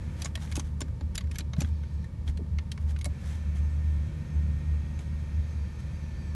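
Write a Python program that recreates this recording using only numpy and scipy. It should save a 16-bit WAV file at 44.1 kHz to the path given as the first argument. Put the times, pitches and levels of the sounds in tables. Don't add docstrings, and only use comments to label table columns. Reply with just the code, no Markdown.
import sys
import numpy as np
from scipy import signal
from scipy.fft import rfft, irfft, next_fast_len
from scipy.io import wavfile
from scipy.ndimage import uniform_filter1d

SR = 44100
rng = np.random.default_rng(int(sys.argv[2]) if len(sys.argv) > 2 else 0)


def pcm_store(signal):
    levels = np.round(np.clip(np.atleast_2d(signal), -1, 1) * 32767)
    wavfile.write(sys.argv[1], SR, levels.astype(np.int16).T)


N = 280027
TIME = np.arange(N) / SR

ROTOR_SLOTS, WHEEL_TEETH = 10, 40
# (on [s], off [s], friction level [dB], rasp level [dB])
MOTOR_RUNS = [(-0.1, 0.23, -58, -70), (1.651, 2.05, -69, -71.5), (3.069, 6.5, -58.5, -70)]
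# (time [s], pitch [Hz], level [dB])
SLOT_WHINE = [(0, 1780, -64), (1.9, 1775, -71), (3.25, 1740, -63), (3.52, 1815, -64), (4.1, 1818, -62.5),
              (4.7, 1850, -61.8), (5.1, 1857, -63), (5.55, 1800, -64.5), (5.9, 1802, -64),
              (6.35, 1760, -59.5)]
# (time [s], strain [0-1])
GEAR_STRAIN = [(0, 0), (1.75, 1), (2.1, 0.6), (3.05, 0), (4.1, 0), (4.6, 0.1), (5.2, 0.44), (5.5, 0.82),
               (6.35, 0.72)]
# (order [x rotor speed], easy level [dB], strained level [dB])
ROTOR_TONES = [(1, 1, 12), (3, -8, -5), (5, -12, -11), (6, -12, -11), (13, -17, -14), (14, -15, -7),
               (18, -14, -15), (26, -25, -8.5), (30, -20, -27), (32, -19, -16), (34, -15, -10),
               (36, -22, -16), (42, -21, -26), (44, -17, -17), (48, -32, -28), (62, -29, -27),
               (64, -32, -34)]
# (frequency [Hz], level [dB per Hz])
FRICTION_SPECTRUM = [(210, -11), (350, 4.5), (406, -3.5), (530, -4), (813, -8.5), (902, -6), (1610, -7),
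                     (1810, -9), (1950, -7), (2360, -5.5), (2940, -13), (3220, -15.5), (4940, -22.5),
                     (6260, -18), (12000, -30.5), (15600, -68), (22000, -120)]
# (frequency [Hz], width [Hz], level [dB])
HOUSING_MODES = [(2360, 160, 0), (3130, 62, 5.5), (3830, 770, -0.5), (4490, 140, 7), (5370, 200, 0),
                 (6170, 110, -6), (6560, 200, -4.5), (8020, 150, -11), (10700, 210, -6)]
# (frequency [Hz], width [Hz], depth [0-1])
MOTOR_NOISE_DIPS = [(397, 74, 0.86), (760, 53, 0), (1114, 120, 0.7), (2030, 85, 0.57), (2910, 200, 0.7),
                    (4420, 170, 0.97), (5650, 230, .4), (7450, 380, 0.9), (8400, 400, 0.6),
                    (10600, 260, 0.5)]
def seat_motor(slot_flutter_db=1.15, flutter_db=3.5, chop=0.25, strain_rasp_db=4, noise_db=1.0):
    whine_hz, whine_db = in_time(SLOT_WHINE)
    strain, = in_time(GEAR_STRAIN)
    power = sum(running(on, off) for on, off, *_ in MOTOR_RUNS)
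    angle = rotor_angle(whine_hz, power)
    tones = from_db(slot_flutter_db * drift(25)) * np.sin(ROTOR_SLOTS * angle)
    for order, easy_db, strained_db in ROTOR_TONES:
        order_db = easy_db + strain * (strained_db - easy_db)
        tones += from_db(order_db + flutter_db * drift(6.7)) * np.sin(order * angle)
    friction_gain = sum(from_db(db) * running(on, off) for on, off, db, _ in MOTOR_RUNS)
    rasp_gain = sum(from_db(db) * running(on, off) for on, off, _, db in MOTOR_RUNS)
    contact = 1 + chop * np.sin(2 * angle)
    friction = friction_gain * coloured_noise(FRICTION_SPECTRUM) * contact
    housing = resonate(rng.standard_normal(N) * contact, HOUSING_MODES)
    rasp = rasp_gain * from_db(strain_rasp_db * strain) * housing
    noise = cancel(friction + rasp, MOTOR_NOISE_DIPS)
    return power * from_db(whine_db) * tones + from_db(noise_db) * noise


def running(on_s, off_s, spin_up_s=0.03, coast_s=0.04):
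    spin_up = 1 - np.exp(-np.maximum(TIME - on_s, 0) / spin_up_s)
    return spin_up * np.exp(-np.maximum(TIME - off_s, 0) / coast_s)


def rotor_angle(whine_hz, power, start_sag=0.1, swing_hz=19, freest_s=4.89, slip_rad=0.02):
    hz = whine_hz * (1 - start_sag * (1 - power))
    wheel_turns = np.cumsum(hz) / SR / ROTOR_SLOTS / WHEEL_TEETH
    wheel_turns -= np.interp(freest_s, TIME, wheel_turns)
    hz = hz + swing_hz * np.cos(2 * np.pi * wheel_turns)
    return 2 * np.pi * np.cumsum(hz / ROTOR_SLOTS) / SR + slip_rad * drift(8)


# (time [s], relative peak [dB], main ring [Hz], ring prominence [dB],
# brightness [dB per octave], body [dB])
SWITCH_CLICKS = [(0.2186, -25.5, 4650, 20, 4.5, 9), (0.2453, -25.5, 6700, 26, -3, 7),
                 (0.2559, -24, 6560, 23, -9.5, -12.5), (0.3533, -23.5, 3210, 1, -3.5, -11),
                 (0.3736, -35, 1900, -1, -6, -1), (0.473, -41, 2030, 8, -6, -16),
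                 (0.5145, -34.5, 1650, 22, 3.5, 0), (0.5216, -30.5, 2240, 1, -3, -18),
                 (0.5544, -25, 6430, 4, 2, -8), (0.5651, -26, 2580, 6, 4, 8),
                 (0.595, -24.5, 6100, 10.5, 0.5, 7), (0.8054, -27.5, 6630, 3, 4.5, 18.5),
                 (0.815, -24, 5390, 27, -6, -16), (0.8806, -46.0, 1550, 0, -6, -2),
                 (1.0085, -40, 1660, -34, -12, -24), (1.1539, -25, 5000, 3, 3, -24),
                 (1.1779, -20.5, 4600, 3, 0, -9), (1.2075, -36, 2010, -6, -8, -22),
                 (1.2398, -47.5, 1840, 4, -3, -10), (1.271, -48.5, 1620, 4, -4, -8),
                 (1.3123, -34.5, 2160, 6, 0.5, -8), (1.356, -31.5, 1680, 6, -1.5, -18),
                 (1.384, -25, 7570, 15, -1, -22), (1.3944, -32.5, 6100, 12, -3, -1),
                 (1.405, -31.5, 4280, 5, -4, -19), (1.533, -30.5, 3780, 17, -12.5, -9),
                 (1.565, -39.5, 3950, 9, -4, 8), (1.6053, -25.0, 7230, 17, 0, -9),
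                 (1.617, -28, 6900, 23, -8, -18), (1.6452, -34.5, 3360, 6, -14, -20),
                 (1.834, -43, 1520, 18, -4, -2), (2.042, -42.5, 2030, -4, -3, 7),
                 (2.2766, -35, 3250, 17, -9, -26), (2.3722, -39.5, 4200, 0, -3, -24),
                 (2.5848, -30, 2120, -4, -10.5, -28), (2.716, -27.5, 3180, 10, 0.5, -6),
                 (2.776, -35.5, 2240, 4, -3.5, 4), (2.962, -37, 1480, 8, -9, -35),
                 (2.9876, -41, 6200, -4, 1, -2), (3.0112, -33.0, 2070, -1.5, -2.5, -22),
                 (3.044, -24.5, 7450, 6, 3, 4), (3.054, -27.5, 7740, 9, 1, 7),
                 (4.9899, -39, 2310, 3, -0.5, 4)]
def switch(gain_db=-9.5):
    out = np.zeros(N)
    for s, peak_db, ring_hz, *contact in SWITCH_CLICKS:
        click = colour_click(snap(ring_hz), ring_hz, *contact)
        add(out, s, from_db(peak_db + gain_db) * click)
    return out


# (frequency [Hz], level [dB], t60 before ring_scale [s])
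PANEL_MODES = [(640, -14, 0.093), (1112, -13, 0.068), (1835, -17.5, 0.083), (2170, -11.5, 0.059),
               (2495, -11, 0.036), (3630, -7.5, 0.01), (3930, -10, 0.041), (4570, -30, 0.075),
               (5690, -2, 0.016), (6080, -2, 0.027), (6560, -1, 0.03), (7190, 1, 0.024),
               (7380, -10, 0.0067), (7950, -19.5, 0.0084), (9700, 17, 0.005), (11280, 10, 0.015)]
def snap(main_hz, main_db=6, main_t60=0.025, ring_scale=0.76, spread_db=9.8, detune=0.0074,
         crack_db=12.0, crack_t60=0.028, cabin_db=-16, cabin_t60=0.17, rise_s=0.0015):
    t = np.arange(SR // 6) / SR
    hz, mode_db, t60 = np.transpose(PANEL_MODES)[:, :, None]
    strengths = from_db(mode_db + spread_db * rng.standard_normal(hz.shape))
    strengths *= rng.choice([-1, 1], hz.shape)
    pressed_hz = hz * (1 + detune * rng.standard_normal(hz.shape))
    ring = np.sum(strengths * fade(t, t60 * ring_scale) * np.sin(2 * np.pi * pressed_hz * t), axis=0)
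    ring += from_db(main_db) * fade(t, main_t60) * np.sin(2 * np.pi * main_hz * t)
    scatter = from_db(crack_db) * fade(t, crack_t60) + from_db(cabin_db) * fade(t, cabin_t60)
    return (ring + scatter * rng.standard_normal(len(t))) * (1 - np.exp(-t / rise_s))


CLICK_EDGES = [400, 1400, 2800, 5000, 7800, 11300]
CLICK_BAND_LEVELS = [-4, -1, 1.3, -3.5, -2]
def colour_click(sound, ring_hz, prominence_db, brightness_db, body_db, pivot_hz=4000, ring_octaves=0.32):
    edges = np.array(CLICK_EDGES)
    centres = np.sqrt(edges[:-1] * edges[1:])
    near_ring = np.exp(-(np.log2(centres / ring_hz) / ring_octaves) ** 2)
    levels = CLICK_BAND_LEVELS + brightness_db * np.log2(centres / pivot_hz) + prominence_db * near_ring
    levels[0] += body_db
    click = 0
    for k, (db, low, high) in enumerate(zip(levels, edges, edges[1:])):
        click += (-1) ** k * from_db(db) * rms_one(band(sound, low, high))
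    return click / np.sqrt(uniform_filter1d(click ** 2, size=176).max())


# (time [s], level [dB], pitch [Hz], t60 [s])
DULL_THUMPS = [(1.582, -12.5, 139, 0.066), (1.636, -16.5, 108, 0.061), (2.28, -23, 46, 0.25),
               (2.392, -37.5, 430, 0.068), (2.406, -36.5, 337, 0.063), (2.415, -26.5, 184, 0.078),
               (3.061, -37.5, 588, 0.069)]
def thumps():
    out = np.zeros(N)
    for s, db, hz, t60 in DULL_THUMPS:
        add(out, s, from_db(db) * knock(hz, t60))
    return out


# (time [s], level [dB], brightness [dB per octave])
HAND_BUMPS = [(0.258, -50, 4), (0.575, -29, 0.5), (0.816, -28, -4), (1.011, -38.5, 1), (1.405, -36.5, -5),
              (1.614, -26.5, -2.5), (2.281, -40, -3), (3.064, -37, 0.5)]
# (frequency [Hz], level [dB], t60 [s])
TRIM_MODES = [(262.6, -0.5, 0.12), (342, -12, 0.071), (580, -10, 0.055), (847, -10, 0.045)]
def trim_bumps():
    out = np.zeros(N)
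    for s, db, brightness_db in HAND_BUMPS:
        for k, (hz, mode_db, t60) in enumerate(TRIM_MODES):
            tilt_db = brightness_db * np.log2(hz / TRIM_MODES[0][0])
            add(out, s, (-1) ** k * from_db(db + mode_db + tilt_db) * knock(hz, t60))
    return out


def knock(hz, t60, rattle=0.52, rise_cycles=0.49):
    t = np.arange(SR // 4) / SR
    spread = rms_one(band(rng.standard_normal(len(t)), hz * 0.88, hz * 1.28))
    attack = 1 - np.exp(-(t * hz / rise_cycles) ** 2)
    return (np.sin(2 * np.pi * hz * t) + rattle * spread) * fade(t, t60) * attack


# (middle [s], half length [s], level [dB])
RUB_STROKES = [(0.213, 0.042, -53.5), (0.264, 0.02, -52.5), (0.435, 0.039, -50.5), (0.514, 0.025, -56),
               (0.58, 0.029, -50), (0.662, 0.029, -59), (1.152, 0.0042, -47.5), (1.355, 0.022, -56),
               (1.609, 0.022, -49.5), (1.663, 0.046, -61), (2.29, 0.021, -53.5), (2.82, 0.028, -64),
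               (2.903, 0.028, -54), (3.299, 0.089, -54.5), (3.573, 0.022, -56.5), (5.014, .02, -58),
               (5.8, 0.011, -57.5)]
# (frequency [Hz], level [dB per Hz])
RUB_SPECTRUM = [(410, -71), (700, 2), (1100, -6.5), (1790, -1), (2750, -10), (3060, -4.5), (4750, -10.5),
                (6170, -8.5), (12000, -17.5), (15600, -50), (22000, -120)]
def rubbing(grain_db=2.0):
    pressure = sum(from_db(db) * np.exp(-((TIME - s) / half) ** 2) for s, half, db in RUB_STROKES)
    return pressure * from_db(grain_db * drift(150)) * coloured_noise(RUB_SPECTRUM)


# (time [s], relative level [dB])
CABIN_BOOM = [(0.0, -39.5), (0.85, -30), (0.99, -46), (1.04, -26.5), (1.18, -59), (1.25, -25.5),
              (1.31, -34), (1.84, -31), (2.07, -38.5), (2.1, -54), (2.28, -26.5), (2.49, -41.5),
              (2.53, -28), (2.78, -41.5), (2.85, -25), (3.11, -31), (3.18, -51), (3.25, -31), (3.96, -25),
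              (4.26, -45), (4.37, -24), (4.6, -32.5), (4.69, -26.5), (5.11, -35.5), (5.29, -32),
              (6.35, -41.5)]
# (order [x firing rate], level [dB])
IDLE_OVERTONES = [(2, -43.5), (2.5, -57), (3, -56.5), (4, -62.5), (4.5, -67), (5, -72), (7, -71.5),
                  (12, -86.5)]
# (time [s], gain [dB])
OVERTONE_SWELL = [(0, 5), (0.8, 0.5), (1.4, -1.5), (3.0, -2), (4.45, 5.5), (5.0, 1), (6.35, 0.5)]
# (frequency [Hz], level [dB per Hz])
RUMBLE_SPECTRUM = [(26, -19), (40, -1), (58, 2), (75, -0.5), (98, 4), (135, -3), (190, -5), (260, -18),
                   (400, -33), (700, -42)]
def engine(firing_hz=74.82, hum_db=2.5, steady_boom_db=-23, flutter_db=3.0, wobble_rad=0.46,
           unsteady_db=1.5, overtone_wobble_rad=0.28, rumble_db=-38.0):
    boom_db, = in_time(CABIN_BOOM)
    swell_db, = in_time(OVERTONE_SWELL)
    phase = 2 * np.pi * firing_hz * TIME
    weakness = np.clip((steady_boom_db - boom_db) / 10, .3, 1.5)
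    hum_gain = from_db(boom_db + hum_db + flutter_db * weakness * drift(11))
    hum = hum_gain * np.sin(phase + wobble_rad * drift(3.5))
    overtones = 0
    for order, db in IDLE_OVERTONES:
        gain = from_db(db + unsteady_db * drift(0.58))
        overtones += gain * np.sin(order * phase + overtone_wobble_rad * drift(3.2))
    return hum + from_db(swell_db) * overtones + from_db(rumble_db) * coloured_noise(RUMBLE_SPECTRUM)


# (frequency [Hz], level [dB per Hz])
AIR_SPECTRUM = [(240, -17), (400, -1.5), (587, -2.5), (838, -24), (926, -26), (1210, -8.5), (1320, -17.5),
                (1810, -16), (2030, -31), (2240, -13), (2470, -21), (4500, -22), (12000, -36.5),
                (15600, -70), (22000, -120)]
# (frequency [Hz], width [Hz], level [dB])
DUCT_MODES = [(453, 42, -2), (508, 31, 4.5), (624, 14, -21), (912, 55, 6.5), (1230, 20, -7), (1816, 35, 0),
              (2260, 53, -10)]
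def ventilation(air_db=-61, duct_db=-65):
    air = from_db(air_db) * coloured_noise(AIR_SPECTRUM)
    return air + from_db(duct_db) * resonate(rng.standard_normal(N), DUCT_MODES)


# (time [s], level [dB])
HISS_SWELL = [(0.3, -62.5), (1.6, -69), (2.7, -66.5), (3.2, -64.5), (6.35, -67.5)]
# (frequency [Hz], level [dB per Hz])
HISS_SPECTRUM = [(210, -12), (350, 0.5), (530, -7.5), (900, -5), (2300, -10), (3200, -19.5), (4900, -19.5),
                 (6300, -17.5), (12000, -24), (15600, -68)]
def hiss():
    level_db, = in_time(HISS_SWELL)
    return from_db(level_db) * coloured_noise(HISS_SPECTRUM)


def from_db(db):
    return 10 ** (np.asarray(db) / 20)


def rms_one(x):
    return x / np.sqrt(np.mean(x ** 2) + 1e-20)


def in_time(rows):
    s, *columns = np.transpose(rows)
    return [np.interp(TIME, s, c) for c in columns]


def drift(rate_hz):
    hop, settle = 40, 2000
    r = np.exp(-2 * np.pi * rate_hz * hop / SR)
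    slow = signal.lfilter([1], [1, -2 * r, r * r], rng.standard_normal(N // hop + settle + 2))[settle:]
    return np.interp(np.arange(N) / hop, np.arange(len(slow)), rms_one(slow))


def coloured_noise(spectrum):
    hz, db = np.transpose(spectrum)
    size = next_fast_len(N)
    f = np.maximum(np.fft.rfftfreq(size, 1 / SR), 1)
    skirts = np.minimum(1, np.minimum(f / hz[0], hz[-1] / f)) ** 4
    gain = from_db(np.interp(np.log(f), np.log(hz), db)) * skirts
    return rms_one(irfft(rfft(rng.standard_normal(size)) * gain, size)[:N])


def resonate(x, peaks):
    out = 0
    for k, (hz, width, db) in enumerate(peaks):
        r = np.exp(-np.pi * width / SR)
        feedback = [1, -2 * r * np.cos(2 * np.pi * hz / SR), r * r]
        out += (-1) ** k * from_db(db) * (1 - r * r) * signal.lfilter([1, 0, -1], feedback, x)
    return rms_one(out)


def cancel(x, dips):
    for hz, width, depth in dips:
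        x = x - depth * signal.lfilter(*signal.iirpeak(hz, hz / width, fs=SR), x)
    return x


def band(x, low_hz, high_hz):
    return signal.sosfilt(signal.butter(2, [low_hz, high_hz], "band", fs=SR, output="sos"), x)


def fade(t, t60):
    return np.exp(-np.log(1000) * t / t60)


def add(track, s, sound):
    at = round(s * SR)
    track[at:at + len(sound)] += sound[:N - at]


def scene():
    cabin = engine() + ventilation() + hiss()
    return (cabin + seat_motor() + switch() + trim_bumps() + thumps() + rubbing())[None]


def record(dry, cutoff_hz=12050):
    return signal.sosfilt(signal.ellip(10, .2, 80, cutoff_hz, fs=SR, output="sos"), dry)


dry = scene()
out = record(dry)
pcm_store(out)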